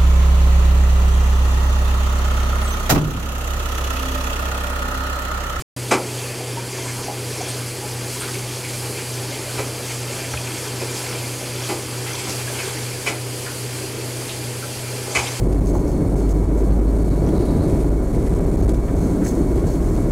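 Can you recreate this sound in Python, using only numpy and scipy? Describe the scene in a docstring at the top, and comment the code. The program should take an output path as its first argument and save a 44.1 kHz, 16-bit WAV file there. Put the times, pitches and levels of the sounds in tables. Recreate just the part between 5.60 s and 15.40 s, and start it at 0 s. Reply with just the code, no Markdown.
"""In a small kitchen, thick rice simmers in a pot, heard through one close microphone.
Tiny bubbles crackle and larger ones gurgle and plop. Now and then a wet wooden spoon knocks
the pot, the pot rocks and the sticky rice squelches. Behind it a burner hisses and a motor
throbs slowly against the mains hum. The sound cuts out briefly just after the start."""
import sys
import numpy as np
from scipy import signal
from scipy.fft import rfft, irfft, next_fast_len
from scipy.io import wavfile
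from scipy.ndimage import uniform_filter1d, map_coordinates

SR = 44100
rng = np.random.default_rng(int(sys.argv[2]) if len(sys.argv) > 2 else 0)


def inscribe(sig):
    """Save sig as 16-bit PCM at rate SR to the path in sys.argv[1].

    A 1-D sig is mono; a 2-D sig holds one channel per row.
    Samples are clipped to [-1, 1] before scaling.
    """
    pcm = np.round(np.clip(np.atleast_2d(sig).T, -1, 1) * 32767)
    wavfile.write(sys.argv[1], SR, pcm.astype(np.int16))


N = 432180

# How hard the rice boils; it builds, then sinks as the spoon lifts rice out: time_s, strength_db
BOIL_STRENGTH = [(.2, -39.5), (.6, -35), (.9, -38.5), (1.3, -34), (1.55, -37), (1.85, -32), (2.1, -38),
                 (2.6, -35.5), (2.9, -37.5), (3.4, -37.5), (3.8, -33), (4.15, -36), (4.5, -34), (5.15, -34),
                 (5.5, -32), (5.8, -35), (6.05, -32.5), (6.3, -37), (6.55, -30.5), (6.8, -35),
                 (7.05, -30.5), (7.35, -37), (7.65, -42), (8.1, -39), (8.65, -40.5), (9.35, -39.5),
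                 (9.62, -28.5), (9.8, -34.5)]
# The tone colour of the tiny bubbles: pitch_hz, gain_db
CRACKLE_COLOUR = [(400, -21), (800, 1.5), (1200, -5), (1650, 0), (1900, -5), (2380, 3.5), (2600, -0.5),
                  (2880, -4.5), (3200, -1), (3700, -7.5), (4600, -3.5), (8000, -3.5), (11000, -23),
                  (14000, -24)]
# The notes at which the full pot rings: pitch_hz, width_hz, gain_db
POT_NOTES = [(195, 67, -10.5), (341, 93, -0.5), (425, 65, 1.5), (488, 79, -1.5), (600, 117, -5),
             (808, 117, -3), (1040, 210, -8.5), (1340, 240, -8), (1710, 220, -14.5), (1995, 120, -11.5),
             (2280, 140, -5.5), (2530, 240, -10), (2950, 200, -15), (4120, 490, -9.5), (5180, 400, -3.5),
             (6220, 2200, -6), (7430, 1660, -3), (9500, 3700, -13)]
def simmer(average_boil_db=-37, average_gurgle_db=-37.5, gurgle_follow=0.22):
    """Slow bubbles gurgle in the pot while tiny ones burst in clumps on top."""
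    boil_db, = curves(BOIL_STRENGTH)
    gurgle_db = average_gurgle_db + gurgle_follow * (boil_db - average_boil_db)
    deep = bubbles(count=1800, low_hz=216, high_hz=635.4, fade_cycles=2.66, spread_db=1, samples=2000)
    gurgle = unit(room(resonate(deep, POT_NOTES), echo_db=-5))
    tiny = bubbles(count=11000, low_hz=660, high_hz=11030, fade_cycles=4.07, spread_db=3, samples=400)
    clumps = tiny * amp(1.1 * wobble(14))
    crackle = unit(room(coloured(clumps, CRACKLE_COLOUR), echo_db=9))
    return amp(gurgle_db) * gurgle + amp(boil_db - 1) * crackle


def bubbles(count, low_hz, high_hz, fade_cycles, spread_db, samples):
    """Bubbles ring at random times, each a short note that rises a little as it fades."""
    when, pitch, strength = rng.random((count, 3)).T[:, :, None]
    hz = low_hz * (high_hz / low_hz) ** pitch
    steps = np.arange(samples)
    cycles = hz * steps / SR
    age = cycles / fade_cycles
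    tone = np.sin(2 * np.pi * cycles * (1 + np.minimum(age, 2) / 20))
    fade = np.exp(-age) * (1 - np.exp(-2 * cycles))
    gain = amp(-spread_db * np.log(1 - .97 * strength)) * hz / low_hz  # many weak, a few strong
    positions = (when * N).astype(int) + steps
    return np.bincount(positions.ravel(), (gain * tone * fade).ravel(), N)[:N]


# Large bubbles: start_s, pitch_hz, level_db, rise_s, glide_hz_per_s, froth_share (0 to 1)
BIG_BUBBLES = [(.778, 668, -29.5, 0.0138, 2800, 0.85), (.970, 932, -24.5, 0.0066, 800, 0.1),
               (1.175, 980, -35.5, .007, 1000, 1), (1.36, 940, -33, 0.016, 800, 0.93),
               (1.479, 792, -25, .0105, 3300, .8), (1.803, 782, -28, 0.014, 2200, 0.4),
               (2.205, 840, -33, 0.021, 500, 0.8), (4.766, 2490, -25, .0045, 1000, 0.4),
               (4.868, 2540, -29.5, .005, 1000, .45), (5.04, 1500, -34, 0.01, 1500, .7),
               (6.872, 1695, -32, 0.011, 2000, 0.8), (7.162, 1970, -32, .008, 2000, .8),
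               (9.024, 1460, -31, .01, 2000, 0.8)]
def plops(froth_width=0.31):
    """A large bubble opens softly in froth, and its pitch climbs as it empties."""
    out, t = np.zeros(N), np.arange(SR // 4) / SR
    for start_s, pitch_hz, level_db, rise_s, glide, froth in BIG_BUBBLES:
        climbing_hz = pitch_hz + glide * (np.minimum(t, 5 * rise_s) - 2 * rise_s)
        phase = 2 * np.pi * np.cumsum(climbing_hz) / SR
        noise = rng.standard_normal(len(t))
        flutter = unit(filtered(noise, lambda hz: 1 / (1 + (2 * hz / (froth_width * pitch_hz)) ** 2)))
        tone = np.sin(phase) * (np.sqrt(1 - froth) + np.sqrt(froth) * flutter)
        add(out, start_s, amp(level_db) * room(swell(t, rise_s) * tone, echo_db=-10.5))
    return out


# The pot's four pitch ranges (thud, knock, ring, wet slap): low_hz, high_hz
POT_RANGES = [(150, 600), (600, 1800), (1800, 3300), (3300, 12500)]
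# How each range answers a knock: gain_db, extra_db_per_hardness_db
RANGE_GAINS = [(-1, -0.55), (-3.5, -0.04), (-1.5, 0.88), (-4.5, .5)]
# Spoon knocks; hardness is low in deep rice and high on bare metal:
# start_s, rise_s, strength_db, hardness_db, clack_db, clack_hz, ring_db, echo_db
SPOON_KNOCKS = [(0.3073, 0.012, -20.8, -2.5, -1.5, 930, -16, -7.5),
                (.333, 0.0079, -29, -6, 1, 750, -20, -1.5), (3.971, 0.017, -31.5, -4, -3.5, 900, -11, -5),
                (4.735, .003, -40, -6, 4, 1370, -15, -9), (5.209, 0.01, -37, -14, -10, 800, -20, -4),
                (5.505, 0.017, -39, -7, -10, 900, -15, -3.5), (6.083, 0.014, -30, -9, -8, 800, -8, -1),
                (6.665, 0.013, -37, -8, -12, 1000, -15, -7), (6.981, 0.017, -41, 10, 0, 1450, 1, -6),
                (7.457, 0.017, -30, 6, -6.5, 720, 0.5, -6), (7.491, 0.007, -34.5, -7, -14, 800, -7, -10),
                (8.37, 0.0086, -47, -21, -12, 800, -20, -2), (9.546, 0.013, -26, 4, -4.5, 1100, 0, -5.5),
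                (9.579, 0.0085, -34, 6.5, -1, 700, 1, -5)]
def spoon(clack_width_hz=760):
    """Rice cushions each knock, and harder ones sound brighter. Wood adds a clack, metal a ring."""
    out, t = np.zeros(N), np.arange(SR // 2) / SR
    for start_s, rise_s, strength_db, hardness_db, clack_db, clack_hz, ring_db, echo_db in SPOON_KNOCKS:
        force = room(tiny_slips(t, rise_s, grit=0.4), echo_db)
        knock = resonate(force, POT_NOTES)
        for edges_hz, (gain_db, extra) in zip(POT_RANGES, RANGE_GAINS):
            band = signal.butter(2, edges_hz, "band", fs=SR, output="sos")
            part = signal.sosfiltfilt(band, knock, padtype=None)
            add(out, start_s, at_level(part, strength_db + gain_db + extra * hardness_db))
        clack = rough_burst(t, rise_s, clack_hz, clack_width_hz, echo_db)
        add(out, start_s, at_level(clack, strength_db + clack_db))
        add(out, start_s, at_level(wall_ring(t, rise_s), strength_db + ring_db))
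    return out


# The notes of the bare metal above the rice: pitch_hz, gain_db, fade_s (time to drop 60 dB)
WALL_NOTES = [(2023, -4, .27), (2205, -2, .18), (2320, -.5, .16), (2555, -2.5, .16), (3005, -2.5, .2),
              (4245, -11, .22), (4950, -13, 0.37), (5962, -18, .2)]
def wall_ring(t, rise_s, scatter_db=1.5, waver=0.5):
    """The pot wall rings a little differently at each knock; the shifting rice blurs its notes."""
    chance = rng.standard_normal((len(WALL_NOTES), 40))
    ring = 0
    for (hz, gain_db, fade_s), (level, phase, *drift) in zip(WALL_NOTES, chance):
        blur = waver * np.interp(t, np.linspace(0, t[-1], len(drift)), drift)
        fade = amp(gain_db + scatter_db * level - 60 * t / fade_s)
        ring += fade * np.sin(2 * np.pi * (hz * t + phase) + blur)
    return ring * (1 - np.exp(-(t / rise_s) ** 2))


# Thumps of the pot: start_s, rise_s, level_db
POT_THUMPS = [(3.97, .018, -36), (4.735, .018, -28), (6.66, .018, -36), (9.562, 0.021, -27)]
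def rocking_pot(pitch_hz=76.4):
    """The pot rocks on the stove with a low thump."""
    out, t = np.zeros(N), np.arange(SR // 2) / SR
    for start_s, rise_s, level_db in POT_THUMPS:
        add(out, start_s, amp(level_db) * swell(t, rise_s) * np.sin(2 * np.pi * pitch_hz * t))
    return out


# Wet spits from the rice: start_s, rise_s, pitch_hz, width_hz, level_db
RICE_SPITS = [(1.879, .01, 8850, 1300, -34), (1.871, 0.018, 4200, 5000, -36), (2.52, .015, 7500, 3500, -39),
              (2.598, 0.0092, 8750, 1500, -34), (2.605, 0.018, 1600, 3500, -33.5),
              (2.672, 0.011, 1400, 1000, -39), (2.738, .012, 2300, 700, -39),
              (3.033, .013, 2250, 1100, -38), (3.21, 0.017, 850, 700, -41), (3.37, .02, 2300, 1800, -37),
              (4.29, 0.015, 2300, 1500, -37), (4.63, 0.011, 2350, 800, -40), (5.36, .013, 5500, 4000, -36),
              (6.455, 0.017, 1700, 1900, -35), (6.675, 0.02, 5500, 4500, -31.5),
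              (7.858, .011, 1440, 800, -36), (8.61, 0.013, 890, 500, -44), (8.68, 0.016, 3300, 2000, -35.5)]
def squelches():
    """Sticky rice pulls apart and spits steam, each spit around its own pitch."""
    out, t = np.zeros(N), np.arange(SR // 3) / SR
    for start_s, rise_s, pitch_hz, width_hz, level_db in RICE_SPITS:
        spit = rough_burst(t, rise_s, pitch_hz, width_hz, echo_db=-2.5)
        add(out, start_s, at_level(spit, level_db))
    return out


# The tone colours of the burner's roar and hiss: pitch_hz, gain_db
ROAR_COLOUR = [(20, -14.5), (45, -7), (80, -5.5), (110, -1), (170, -5.5), (260, -2), (350, -0.5), (490, -3),
               (570, -8), (850, -10.5), (1150, -12.5), (2300, -15), (3500, -17), (6000, -40)]
HISS_COLOUR = [(900, -11.5), (2000, -3), (3100, 0), (3700, -7), (4300, 3), (4850, 2.5), (5500, -0.5),
               (8000, 2), (10000, 1), (11000, 1), (12500, -4.5), (13500, -12), (15000, -11.5), (16000, -18)]
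# Thin whistles of the burner jets: pitch_hz, width_hz, gain_db
JET_WHISTLES = [(2340, 90, -5), (4800, 85, 2), (8100, 60, -9.5), (10450, 60, -2.5), (10820, 63, -4.5)]
# How the steam swells and sinks: time_s, strength_db
STEAM_STRENGTH = [(.2, -36), (.6, -35), (.9, -37.5), (1.3, -35.5), (1.5, -35.5), (1.85, -35), (2.1, -36),
                  (2.6, -33.5), (2.9, -35.3), (3.15, -33), (3.5, -35), (3.7, -34), (4.15, -35),
                  (4.32, -34.5), (4.7, -35), (5.15, -35.2), (5.38, -33.5), (5.62, -34), (5.8, -35),
                  (6.13, -33.7), (6.29, -36), (6.48, -34.5), (6.62, -34.5), (6.95, -33), (7.3, -34.5),
                  (7.65, -35), (8.1, -35), (8.3, -35.8), (8.67, -34.5), (8.85, -35), (9.4, -35.5),
                  (9.62, -33.5), (9.8, -34.5)]
def burner(roar_db=-35, hiss_boost_db=0.97, jets_db=-45.5):
    """The burner roars softly, its jets whistle, and a bright hiss swells with the steam."""
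    steam_db, = curves(STEAM_STRENGTH)
    roar_noise, hiss_noise, jet_noise = rng.standard_normal((3, N))
    hiss_db = steam_db + hiss_boost_db + 0.76 * wobble(13)
    hiss = close_echoes(coloured(hiss_noise, HISS_COLOUR), echo_db=-18)
    roar = coloured(roar_noise, ROAR_COLOUR)
    whistles = unit(resonate(jet_noise, JET_WHISTLES))
    return amp(roar_db) * roar + amp(hiss_db) * hiss + amp(jets_db) * whistles


# Steady tones of the kitchen: pitch_hz, level_db
KITCHEN_TONES = [(58.3, -59), (92.1, -47), (245.2, -53), (490.4, -45.5), (602, -55.5), (840, -56)]
# How fast the motor throbs against the mains hum: time_s, throb_hz
THROB_RATE = [(0, 2.8), (1.7, 2.85), (2.3, 2.48), (6, 2.5), (7.5, 2.38), (9.8, 2.5)]
def motor_hum(motor_hz=122.6, motor_db=-32, mains_db=-43, in_step_s=0.59):
    """A motor drones just off the pitch of the mains hum, so together they grow and fade in turn."""
    t = np.arange(N) / SR
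    phase = 2 * np.pi * motor_hz * t + .06 * wobble(3.2)
    throbs = np.cumsum(curves(THROB_RATE)[0]) / SR
    lag = 2 * np.pi * (throbs - np.interp(in_step_s, t, throbs))
    tones = sum(amp(db) * np.sin(2 * np.pi * hz * t + hz / 500 * wobble(5)) for hz, db in KITCHEN_TONES)
    return np.sqrt(2) * (amp(motor_db) * np.sin(phase) + amp(mains_db) * np.sin(phase - lag) + tones)


# How long the kitchen echoes: pitch_hz, fade_s (time to drop 60 dB)
KITCHEN_ECHO = [(100, 0.45), (500, 0.46), (2500, 0.16), (10000, 0.17)]
def room(x, echo_db):
    """The kitchen walls add a fading echo; the overall level stays about the same."""
    hz, t, noise = signal.stft(rng.standard_normal(SR // 2), SR, nperseg=256)
    fade = amp(-60 * t / along(KITCHEN_ECHO, hz)[:, None])
    tail = signal.istft(noise * fade, SR, nperseg=256)[1]
    echo = signal.fftconvolve(x, tail / np.linalg.norm(tail))[:len(x)]
    return (x + amp(echo_db) * echo) / np.hypot(1, amp(echo_db))


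def close_echoes(x, echo_db, count=10, spread_s=.014):
    """Quick echoes off the pot, stove and wall put fine ripples in the tone colour."""
    delays_s = spread_s * (.15 + rng.random(count))
    gains = amp(echo_db) * unit(rng.standard_normal(count))
    return unit(x + sum(gain * np.roll(x, int(SR * s)) for s, gain in zip(delays_s, gains)))


def tiny_slips(t, rise_s, grit):
    """A cushioned touch is a quick swell of tiny slips; more grit makes them more uneven."""
    force, size = rng.standard_normal((2, len(t)))
    return force * np.exp(grit * size) * swell(t, rise_s)


def rough_burst(t, rise_s, pitch_hz, width_hz, echo_db):
    """Gritty slips and their echo, narrowed twice around one pitch."""
    note = [(pitch_hz, width_hz, 0)]
    slips = room(tiny_slips(t, rise_s, grit=0.72), echo_db)
    return resonate(resonate(slips, note), note)


def amp(db):
    """Turn decibels into a gain."""
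    return 10 ** (np.asarray(db) / 20)


def unit(x):
    """Scale to an average (rms) level of 1."""
    return x / np.sqrt(np.mean(x ** 2) + 1e-20)


def at_level(x, level_db):
    """Scale a sound so that its first 50 ms have this level."""
    return amp(level_db) * x / np.std(x[:SR // 20])


def along(points, hz):
    """Read between (pitch_hz, value) points, with octaves evenly spaced."""
    pitches, values = np.transpose(points)
    return np.interp(np.log(hz + 1), np.log(pitches + 1), values)


def curves(rows):
    """One value per sample for each column after the time."""
    times, *columns = np.transpose(rows)
    return [np.interp(np.arange(N) / SR, times, column) for column in columns]


def wobble(rate_hz):
    """A smooth curve through rate_hz random values a second."""
    points = rng.standard_normal(int(N * rate_hz / SR) + 4)
    return map_coordinates(points, [np.arange(N) * rate_hz / SR])


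def filtered(x, response):
    """Scale each frequency in x by response(hz)."""
    size = next_fast_len(len(x) + 8192)
    return irfft(rfft(x, size) * response(np.fft.rfftfreq(size, 1 / SR)), size)[:len(x)]


def coloured(x, colour):
    """Give x a (pitch_hz, gain_db) tone colour, at an average level of 1."""
    return unit(filtered(x, lambda hz: amp(along(colour, hz))))


def resonate(x, notes):
    """Let x ring at each (pitch_hz, width_hz, gain_db) note."""
    return filtered(x, lambda hz: sum(
        (-1) ** k * amp(db) * 1j * hz * width / (pitch ** 2 - hz ** 2 + 1j * hz * width)
        for k, (pitch, width, db) in enumerate(notes)))


def add(track, start_s, sound):
    """Mix a sound into the track at start_s."""
    part = track[max(0, round(start_s * SR)):][:len(sound)]
    part += sound[:len(part)]


def swell(t, rise_s):
    """A loudness shape that reaches 1 after rise_s and dies away."""
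    return t / rise_s * np.exp(1 - t / rise_s)


def scene():
    """Everything reaches one microphone, heard alike in both ears."""
    mono = simmer() + plops() + spoon() + rocking_pot() + squelches() + burner() + motor_hum()
    return np.array([mono, mono])


# The brief silence: start_s, end_s
SILENT_GAP = (.023, .164)
def record(dry, top_hz=15900):
    """The sound cuts out for a moment, and the treble above top_hz is removed."""
    t = np.arange(N) / SR
    sound_on = (t < SILENT_GAP[0]) | (t > SILENT_GAP[1])
    gain = uniform_filter1d(1. * sound_on, size=40)  # soften the edges of the gap
    return np.array([filtered(channel * gain, lambda hz: 1 / (1 + (hz / top_hz) ** 200))
                     for channel in dry])


dry = scene()
out = record(dry)
inscribe(out)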